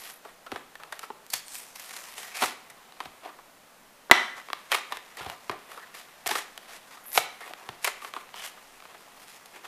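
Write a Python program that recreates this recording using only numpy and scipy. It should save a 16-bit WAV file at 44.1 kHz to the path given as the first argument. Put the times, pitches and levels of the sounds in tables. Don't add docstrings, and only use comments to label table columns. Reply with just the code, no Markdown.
import sys
import numpy as np
from scipy import signal
from scipy.fft import rfft, irfft, next_fast_len
from scipy.io import wavfile

SR = 44100
rng = np.random.default_rng(int(sys.argv[2]) if len(sys.argv) > 2 else 0)


def output_pcm(signal):
    pcm = np.clip(np.atleast_2d(signal).T, -1, 1) * 32767
    wavfile.write(sys.argv[1], SR, np.round(pcm).astype(np.int16))


N = 426447
TIME = np.arange(N) / SR

# (low Hz, high Hz)
THUMP_HZ, CARD_HZ, PLASTIC_HZ, FIZZ_HZ = (233, 450), (495, 1430), (1447, 4200), (4970, 13700)
PIVOT_HZ = 1340
SNAP_SECONDS = .01

# start in seconds, level in dB.
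BUMPS = [(0.522, -46), (1.336, -52), (2.424, -49), (3.055, -51.5), (4.122, -53), (5.21, -46), (5.263, -40),
         (5.29, -53), (5.494, -43), (6.262, -51), (6.311, -57), (6.354, -63), (7.186, -49), (7.689, -45)]


def from_db(db):
    return np.exp(np.asarray(db) * np.log(10) / 20)


def rms_one(x):
    return x / np.sqrt(np.mean(x ** 2) + 1e-20)


def at_hz(points, hz):
    f, value = np.transpose(points)
    return np.interp(np.log(np.maximum(hz, 1)), np.log(f), value)


def band(x, edges_hz, order=2):
    edges_hz = np.clip(edges_hz, 10, SR / 2 - 500)
    sos = signal.butter(order, edges_hz, "band", fs=SR, output="sos")
    return signal.sosfilt(sos, x + 1e-18)


def boost(x, hz, width_hz, db):
    r = np.exp(-np.pi * width_hz / SR)
    feed = np.array([1, 0, -1]) * (1 - r * r) / 2
    feedback = [1, -2 * r * np.cos(2 * np.pi * hz / SR), r * r]
    ring = signal.lfilter(feed, feedback, x)
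    return x + (from_db(db) - 1) * ring


def drift(rate):
    points = rng.standard_normal(N // 20)
    return np.interp(TIME * rate, np.arange(N // 20), points)


def grains(per_s, spread_db):
    sizes = from_db(spread_db * np.minimum(rng.exponential(1, N), 4))
    sizes = sizes * rng.choice([-1, 1], N)
    return rms_one(sizes * (rng.random(N) < per_s / SR))


def background(level_db=-53):
    # frequency in Hz, relative density in dB per Hz.
    noise_colour = [(20, 9), (30, -18), (65, -18.5), (140, -13), (225, -8.5), (330, -12.5), (600, -7.5),
                    (1100, -9), (2700, -16), (5200, -21), (13000, -22.5), (15000, -21)]
    size = next_fast_len(N)
    hz = np.arange(size // 2 + 1) * SR / size
    spectrum = rfft(rng.standard_normal(size)) * from_db(at_hz(noise_colour, hz))
    return from_db(level_db) * rms_one(irfft(spectrum, size)[:N])


def room(x, first_wall_s=0.0071, build_s=0.0049, dense_s=.05):
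    # frequency in Hz, time in seconds.
    fall_times = [(200, 0.5), (530, 0.45), (1400, 0.57), (3700, .5), (9700, 0.5)]
    # frequency in Hz, level against the direct sound in dB.
    tail_levels = [(100, -17), (300, -11), (700, -18), (1200, -15), (2100, -12), (4000, -13.5),
                   (7000, -16.5), (14000, -27)]
    t = TIME[:int(.7 * SR)]
    onset = 1 - np.exp(-np.maximum(t - first_wall_s, 0) / build_s)
    density = np.clip((t / dense_s) ** 2, .03, 1)
    present = rng.random(len(t)) < density
    reflections = rng.standard_normal(len(t)) * present / np.sqrt(density) * onset
    response, edges = 0, np.geomspace(80, 16000, 13)
    for k, (low, high) in enumerate(zip(edges, edges[1:])):
        hz = np.sqrt(low * high)
        tail = reflections * from_db(-60 * t / at_hz(fall_times, hz))
        tail = band(tail / np.linalg.norm(tail), (low, high))
        response = response + (-1) ** k * from_db(at_hz(tail_levels, hz)) * tail
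    return signal.fftconvolve(x, response)[:N]


def bumps(low_hz=55, high_hz=170, fade_s=0.02):
    out, t = np.zeros(N), TIME[:SR // 8]
    for s, db in BUMPS:
        push = band(rng.standard_normal(len(t)) * np.exp(-t / fade_s), (low_hz, high_hz))
        push = push / np.linalg.norm(push) * np.sqrt(SNAP_SECONDS * SR)
        out[int(s * SR):int(s * SR) + len(t)] += from_db(db) * push
    return out


def skids(width=0.19, slips_per_s=3000, spread_db=6.5):
    # start in seconds, end in seconds, level before the swell in dB, centre in Hz.
    skid_rows = [(-.08, 0.206, -51.5, 11800), (1.3, 1.43, -50, 4570), (1.423, 1.677, -49, 8700),
                 (2.307, 2.444, -41.5, 2370), (2.412, 2.46, -33, 784), (4.71, 4.762, -29, 2270),
                 (5.79, 5.86, -49.5, 1760), (7.032, 7.15, -44.5, 11800), (7.12, 7.197, -32.5, 11900),
                 (7.38, 7.508, -49, 1980), (8.318, 8.495, -46.5, 3100)]
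    out, slips = np.zeros(N), grains(slips_per_s, spread_db)
    for start, end, db, hz in skid_rows:
        on = (TIME > start) & (TIME < end)
        swell = np.sin(np.pi * (TIME[on] - start) / (end - start))
        edges_hz = hz * (1 - width / 2), hz * (1 + width / 2)
        out[on] += from_db(db) * swell * rms_one(band(slips[on], edges_hz))
    return out


def part_levels(db, brightness):
    ranges = THUMP_HZ, CARD_HZ, PLASTIC_HZ, FIZZ_HZ
    return [db + brightness * np.log2(np.sqrt(low * high) / PIVOT_HZ) for low, high in ranges]


def handling(attack_db_per_s=711, release_db_per_s=315, peel_trim_db=-5.5):
    # start in seconds, end in seconds,
    # level in dB before the parts are trimmed, brightness in dB per octave.
    strokes = [(0, 0.105, -52, 2.5), (.25, 0.297, -53, -2), (.52, 0.579, -48.5, -2), (.825, 0.847, -52, -4),
               (0.922, 0.963, -51.5, -0.5), (1.02, 1.046, -50.5, 0), (1.336, 1.363, -47.5, 5.5),
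               (2.357, 2.43, -42, 2.5), (2.41, 2.46, -34, 1.5), (2.55, 3.364, -62, -1),
               (3, 3.062, -52.5, -1), (3.238, 3.283, -49.5, -2.5), (4.373, 4.387, -46, -0.5),
               (4.4, 9.671, -60, 0.5), (4.735, 4.747, -31, 0.5), (4.919, 4.962, -45, -0.5),
               (5.178, 5.333, -47, -1), (5.52, 5.54, -45, -5.5), (5.692, 5.83, -52.5, -0.5),
               (5.95, 6.01, -51, 2), (6.296, 6.387, -38, 1), (6.687, 6.764, -50, 1),
               (6.914, 6.948, -52, 0.5), (7.155, 7.186, -37, 3.5), (7.42, 7.5, -50, -1),
               (7.572, 7.753, -53.5, -1), (7.849, 7.872, -37.5, 2.5), (8.02, 8.083, -50, 1),
               (8.15, 8.207, -49.5, -0.5), (8.361, 8.43, -49.5, 2), (8.432, 8.456, -44, 3),
               (8.89, 8.957, -54, -2), (9.201, 9.238, -56.5, 1.5), (9.28, 9.37, -56.5, 2.5),
               (9.546, 9.57, -50, -1.5), (9.647, 9.653, -44.5, -1.5)]
    # time in seconds, level in dB before the peel and part trims.
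    peel = [(1.45, -64), (1.55, -46), (1.744, -59.5), (1.76, -51), (1.77, -51), (1.976, -45.5),
            (2.158, -49), (2.182, -41), (2.206, -43.5), (2.33, -47.5)]
    peel_brightness = (5.14, 2.5)

    def fade(start, end):
        before, after = np.maximum(start - TIME, 0), np.maximum(TIME - end, 0)
        return -attack_db_per_s * before - release_db_per_s * after

    peel_s, peel_db = np.transpose(peel)
    peel_span = peel_s[0], peel_s[-1]
    level = np.interp(TIME, peel_s, peel_db) + peel_trim_db + fade(*peel_span)
    brightness = np.interp(TIME, peel_span, peel_brightness)
    for start, end, db, bright in strokes:
        stroke = db + fade(start, end)
        brightness = np.where(stroke > level, bright, brightness)
        level = np.maximum(level, stroke)
    return level, brightness


def rubbing(level, brightness, slips_per_s=3500, slip_spread_db=0.5,
            breaks_per_s=260, break_spread_db=2.5, break_share=0.65,
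            jerk_db=2.0, jerks_per_s=130, patchy_db=2.0, patches_per_s=16,
            thump_db=-22, card_db=-9.5, plastic_db=-9.0, fizz_db=-10.5):
    thump, card, plastic, fizz = part_levels(level, brightness)
    levels_db = np.array([thump + thump_db, card + card_db, plastic + plastic_db, fizz + fizz_db])
    jerks = rms_one(from_db(jerk_db * drift(jerks_per_s)))
    friction = grains(slips_per_s, slip_spread_db) * jerks
    breaks = break_share * grains(breaks_per_s, break_spread_db)
    parts = list(zip([300, 650, 1100, 1900, 3200, 6000, 11500], [0, 1, 1, 2, 2, 3, 3]))
    out, edges = 0, np.geomspace(250, 15000, 13)
    for k, (low, high) in enumerate(zip(edges, edges[1:])):
        part = at_hz(parts, np.sqrt(low * high))
        blend = np.maximum(1 - abs(np.arange(len(levels_db)) - part), 0)
        patch_db = patchy_db * drift(patches_per_s)
        crackle = friction + breaks * min(part, 1)
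        gain = from_db(blend @ levels_db + patch_db)
        out = out + (-1) ** k * gain * rms_one(band(crackle, (low, high)))
    return out


def crinkles(level, brightness, count=45, above_db=0.0, spread_db=3.0, loudest_db=-52,
             settle_ms=(1.0, 7.0), ring_hz=1400, ring_octaves_per_slope=0.28, ring_spread_octaves=0.44):
    when, slow = rng.random((count, 2)).T
    size, panel = rng.standard_normal((count, 2)).T
    at = (when * N).astype(int)
    db = np.minimum(level[at] + above_db + spread_db * size, loudest_db)
    octaves = ring_octaves_per_slope * brightness[at] + ring_spread_octaves * panel
    hz = ring_hz * 2 ** np.clip(octaves, -2, 2)
    settle = np.interp(slow, (0, 1), settle_ms)
    return list(zip(at / SR, db, brightness[at], settle, hz))


def pack(x):
    # frequency in Hz, width in Hz, boost in dB.
    resonances = [(330, 13, -0.5), (396, 47, 4), (580, 190, -2.5), (729, 125, 5), (1100, 290, 5),
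                  (1850, 310, 4), (2390, 860, 2.5), (3300, 210, 1.5), (6740, 1140, 0), (11800, 1800, 1)]
    for hz, width_hz, db in resonances:
        x = boost(x, hz, width_hz, db)
    return x


def snap_levels(s, level_db, brightness, settle_ms, bump_near_s=.006, bump_thump_db=9.5,
                typical_settle_ms=4.0, quick_db=2.5, quick_limit_db=2.5):
    thump, card, plastic, fizz = part_levels(level_db, brightness)
    bumped = any(abs(s - bump_s) < bump_near_s for bump_s, _ in BUMPS)
    quick = quick_db * np.log2(typical_settle_ms / abs(settle_ms))
    quick = np.clip(quick, -quick_limit_db, quick_limit_db)
    return thump + bump_thump_db * bumped, card, plastic + quick, fizz


def snaps(rows, crack_ms=3.66, give=0.31, ring_db=11.0, ring_width_hz=170,
          thump_db=-19.5, card_db=-1.5, plastic_db=-1.0, fizz_db=-8.5,
          card_settle=0.97, plastic_settle=0.99, fizz_settle=0.55):
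    out, t = np.zeros(N + SR), TIME[:SR // 16]
    t_ms = t * 1e3
    # range in Hz, trim in dB, factor on the settling time
    parts = [(THUMP_HZ, thump_db, card_settle), (CARD_HZ, card_db, card_settle),
             (PLASTIC_HZ, plastic_db, plastic_settle), (FIZZ_HZ, fizz_db, fizz_settle)]
    filters = [signal.butter(3, edges_hz, "band", fs=SR, output="sos") for edges_hz, *_ in parts]
    for s, level_db, brightness, settle_ms, ring_hz in rows:
        slips = rng.standard_normal(len(t)) * rng.exponential(1, len(t))
        sign, start = rng.choice([-1, 1]), int(s * SR)
        levels = snap_levels(s, level_db, brightness, settle_ms)
        for (_, trim_db, stretch), sos, db in zip(parts, filters, levels):
            force = slips * np.exp(-t_ms / (abs(settle_ms * stretch) + .1))
            force *= 1 - np.exp(-t_ms / abs(give * settle_ms))
            force /= np.linalg.norm(force)
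            force[0] += sign * (crack_ms / max(settle_ms, 1)) ** 1.8
            sound = boost(signal.sosfilt(sos, force + 1e-18), ring_hz, ring_width_hz, ring_db)
            sound = sound / np.linalg.norm(sound) * np.sqrt(SNAP_SECONDS * SR)
            out[start:start + len(t)] += sound * from_db(db + trim_db)
    return out[:N]


def scene(pack_db=-1.5, apart_db=-29, treble_apart_db=-14, bass_apart_db=-11, bass_apart_hz=(15, 110),
          side_noise_db=-77, side_noise_hz=(3800, 15000)):
    # start in seconds, level in dB before the trims, brightness in dB per octave,
    # basic settling time of the crease in ms, panel ring in Hz.
    snap_rows = [(.2503, -46.5, -7, 6.1, 516), (.4641, -42.5, -2.5, 6.3, 1310), (.518, -37, -1, 3.4, 1310),
                 (.522, -41, -7.5, 3.2, 720), (.5596, -37, -3, 4, 1780), (.7546, -46.5, 0, 3.1, 1760),
                 (.798, -48, -2, 7, 1480), (.835, -46, 0, 2.6, 1290), (.924, -36.5, 0.5, 5.2, 1580),
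                 (.9928, -47.5, 5.5, 3.6, 1290), (1.0304, -39.5, -2, 6.5, 1280),
                 (1.1025, -41.5, -9.5, 3.9, 880), (1.2654, -66, 8.5, .7, 870), (1.302, -56, 9.5, 5.1, 4500),
                 (1.3349, -32, 6, 7, 4420), (1.4823, -65.5, 11, .6, 4350), (1.5543, -56, 8, .6, 2510),
                 (1.7574, -49, 5.5, 5.8, 2580), (1.7963, -51.5, 7, 6.5, 2500), (1.8451, -58, 5, .5, 3890),
                 (1.889, -49, 4, 7.3, 3940), (1.9084, -48, 3, 3.3, 2330), (1.938, -51, 4, 4.8, 3980),
                 (1.964, -46, 4.5, 5.6, 4030), (2.1808, -46.5, 3, 2.2, 2900), (2.232, -46, 3, 4.6, 3150),
                 (2.4202, -27.5, -1, 4.5, 790), (2.4235, -24, -1, 6.6, 760), (2.4374, -28.5, 1, 4.2, 1240),
                 (2.7, -52, 4.5, 6, 1980), (2.9231, -55, 0.5, 2, 4000), (3.0038, -35, -2.5, 3.9, 1140),
                 (3.0564, -43, -2, 3.6, 765), (3.2534, -43, -5, 10, 700), (3.2911, -49.5, -4, 4.3, 1090),
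                 (3.3872, -50.5, -5.5, 6.2, 1030), (4.0983, -39.5, -9, 3.3, 1720),
                 (4.1122, -6, -0.06, 2.9, 1987), (4.119, -20, -1.5, 3.4, 1090),
                 (4.4865, -46.5, -3, 1.6, 2240), (4.502, -41, -4.5, 2.2, 1150),
                 (4.5316, -31.5, -1, 2.2, 1150), (4.7183, -26.5, 1.5, 2.8, 3150),
                 (4.7255, -28, 0, 2.4, 1820), (4.7481, -28.5, -0.5, 3.2, 1270), (4.9225, -32, -1, 4.4, 980),
                 (4.9709, -43.5, 2, 2.7, 2050), (5.1707, -49.5, 4.5, 4.1, 1970),
                 (5.2078, -41.5, -2.5, 5.3, 1400), (5.2622, -39, -3, 5.2, 820),
                 (5.2989, -39.5, 1, 3.6, 2900), (5.4959, -31, -3, 3.6, 1060), (5.5127, -41, 0, 5.5, 1760),
                 (5.7163, -45.5, 0.5, 5, 1170), (5.7723, -43, -4.5, 9, 1320), (6.261, -32, 0, 5.1, 615),
                 (6.2675, -37, 5.5, 5, 2130), (6.275, -41.5, 8, 3.7, 1790), (6.2897, -31.5, 1, 7, 710),
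                 (6.3097, -26.5, .5, 6.6, 870), (6.3542, -30, -0.5, 4, 1370), (6.5773, -45, 3, 2.5, 3060),
                 (6.9721, -50, -3, 4.6, 1180), (7.1185, -63.5, 10.5, 1.1, 1700),
                 (7.1576, -41, -5, 3.9, 604), (7.1763, -17, -0.7, 3.6, 667), (7.4045, -42, 0, 12, 1940),
                 (7.508, -47.5, -6.5, 4, 696), (7.536, -43, 0, 2.3, 2500), (7.6898, -38, -1.5, 2.9, 780),
                 (7.8451, -27.5, 4, 5, 2320), (7.8743, -27, 0.5, 5.6, 2060), (8.0223, -46, -4, 3.7, 1190),
                 (8.0473, -39, -1.5, 3.9, 1200), (8.138, -40.5, -1, 2.1, 1140),
                 (8.165, -37, -5.5, 4.4, 1040), (8.3421, -44, -2.5, 2.6, 950), (8.4623, -54, 7, 1.4, 2920),
                 (8.5738, -53, -4, 5.6, 1230), (8.803, -55, 1, 2.4, 2400), (8.8236, -53, -2, 2.7, 1170),
                 (8.8536, -49.5, -2, 3.4, 2450), (8.9463, -49.5, -2.5, 4.7, 803), (9.0768, -58, -8, 5, 680),
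                 (9.4586, -58, 6, 3.3, 1150)]
    level, brightness = handling()
    buckling = snaps(snap_rows + crinkles(level, brightness))
    on_pack = pack(buckling + rubbing(level, brightness))
    hands = from_db(pack_db) * on_pack + skids() + bumps()
    second_tail = room(hands)
    treble_apart = from_db(treble_apart_db) * np.diff(second_tail, prepend=0)
    bass_apart = from_db(bass_apart_db) * band(second_tail, bass_apart_hz, order=1)
    apart = from_db(apart_db) * second_tail + treble_apart + bass_apart
    side_noise = from_db(side_noise_db) * rms_one(band(rng.standard_normal((2, N)), side_noise_hz))
    return hands + room(hands) + apart * np.array([[1], [-1]]) + background() + side_noise


def record(dry, overload=2.1, low_cut_hz=90, mic_top_hz=14300, cutoff_hz=15000):
    mic = signal.butter(3, mic_top_hz, fs=SR, output="sos")
    low_cut = signal.butter(1, low_cut_hz, "high", fs=SR, output="sos")
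    top_cut = signal.ellip(12, .2, 70, cutoff_hz, fs=SR, output="sos")
    heard = signal.sosfilt(mic, dry)
    overloaded = np.clip(heard, -overload, overload)
    limited = np.clip(signal.sosfilt(low_cut, overloaded), -1, 1)
    return signal.sosfilt(top_cut, limited)


dry = scene()
out = record(dry)
output_pcm(out)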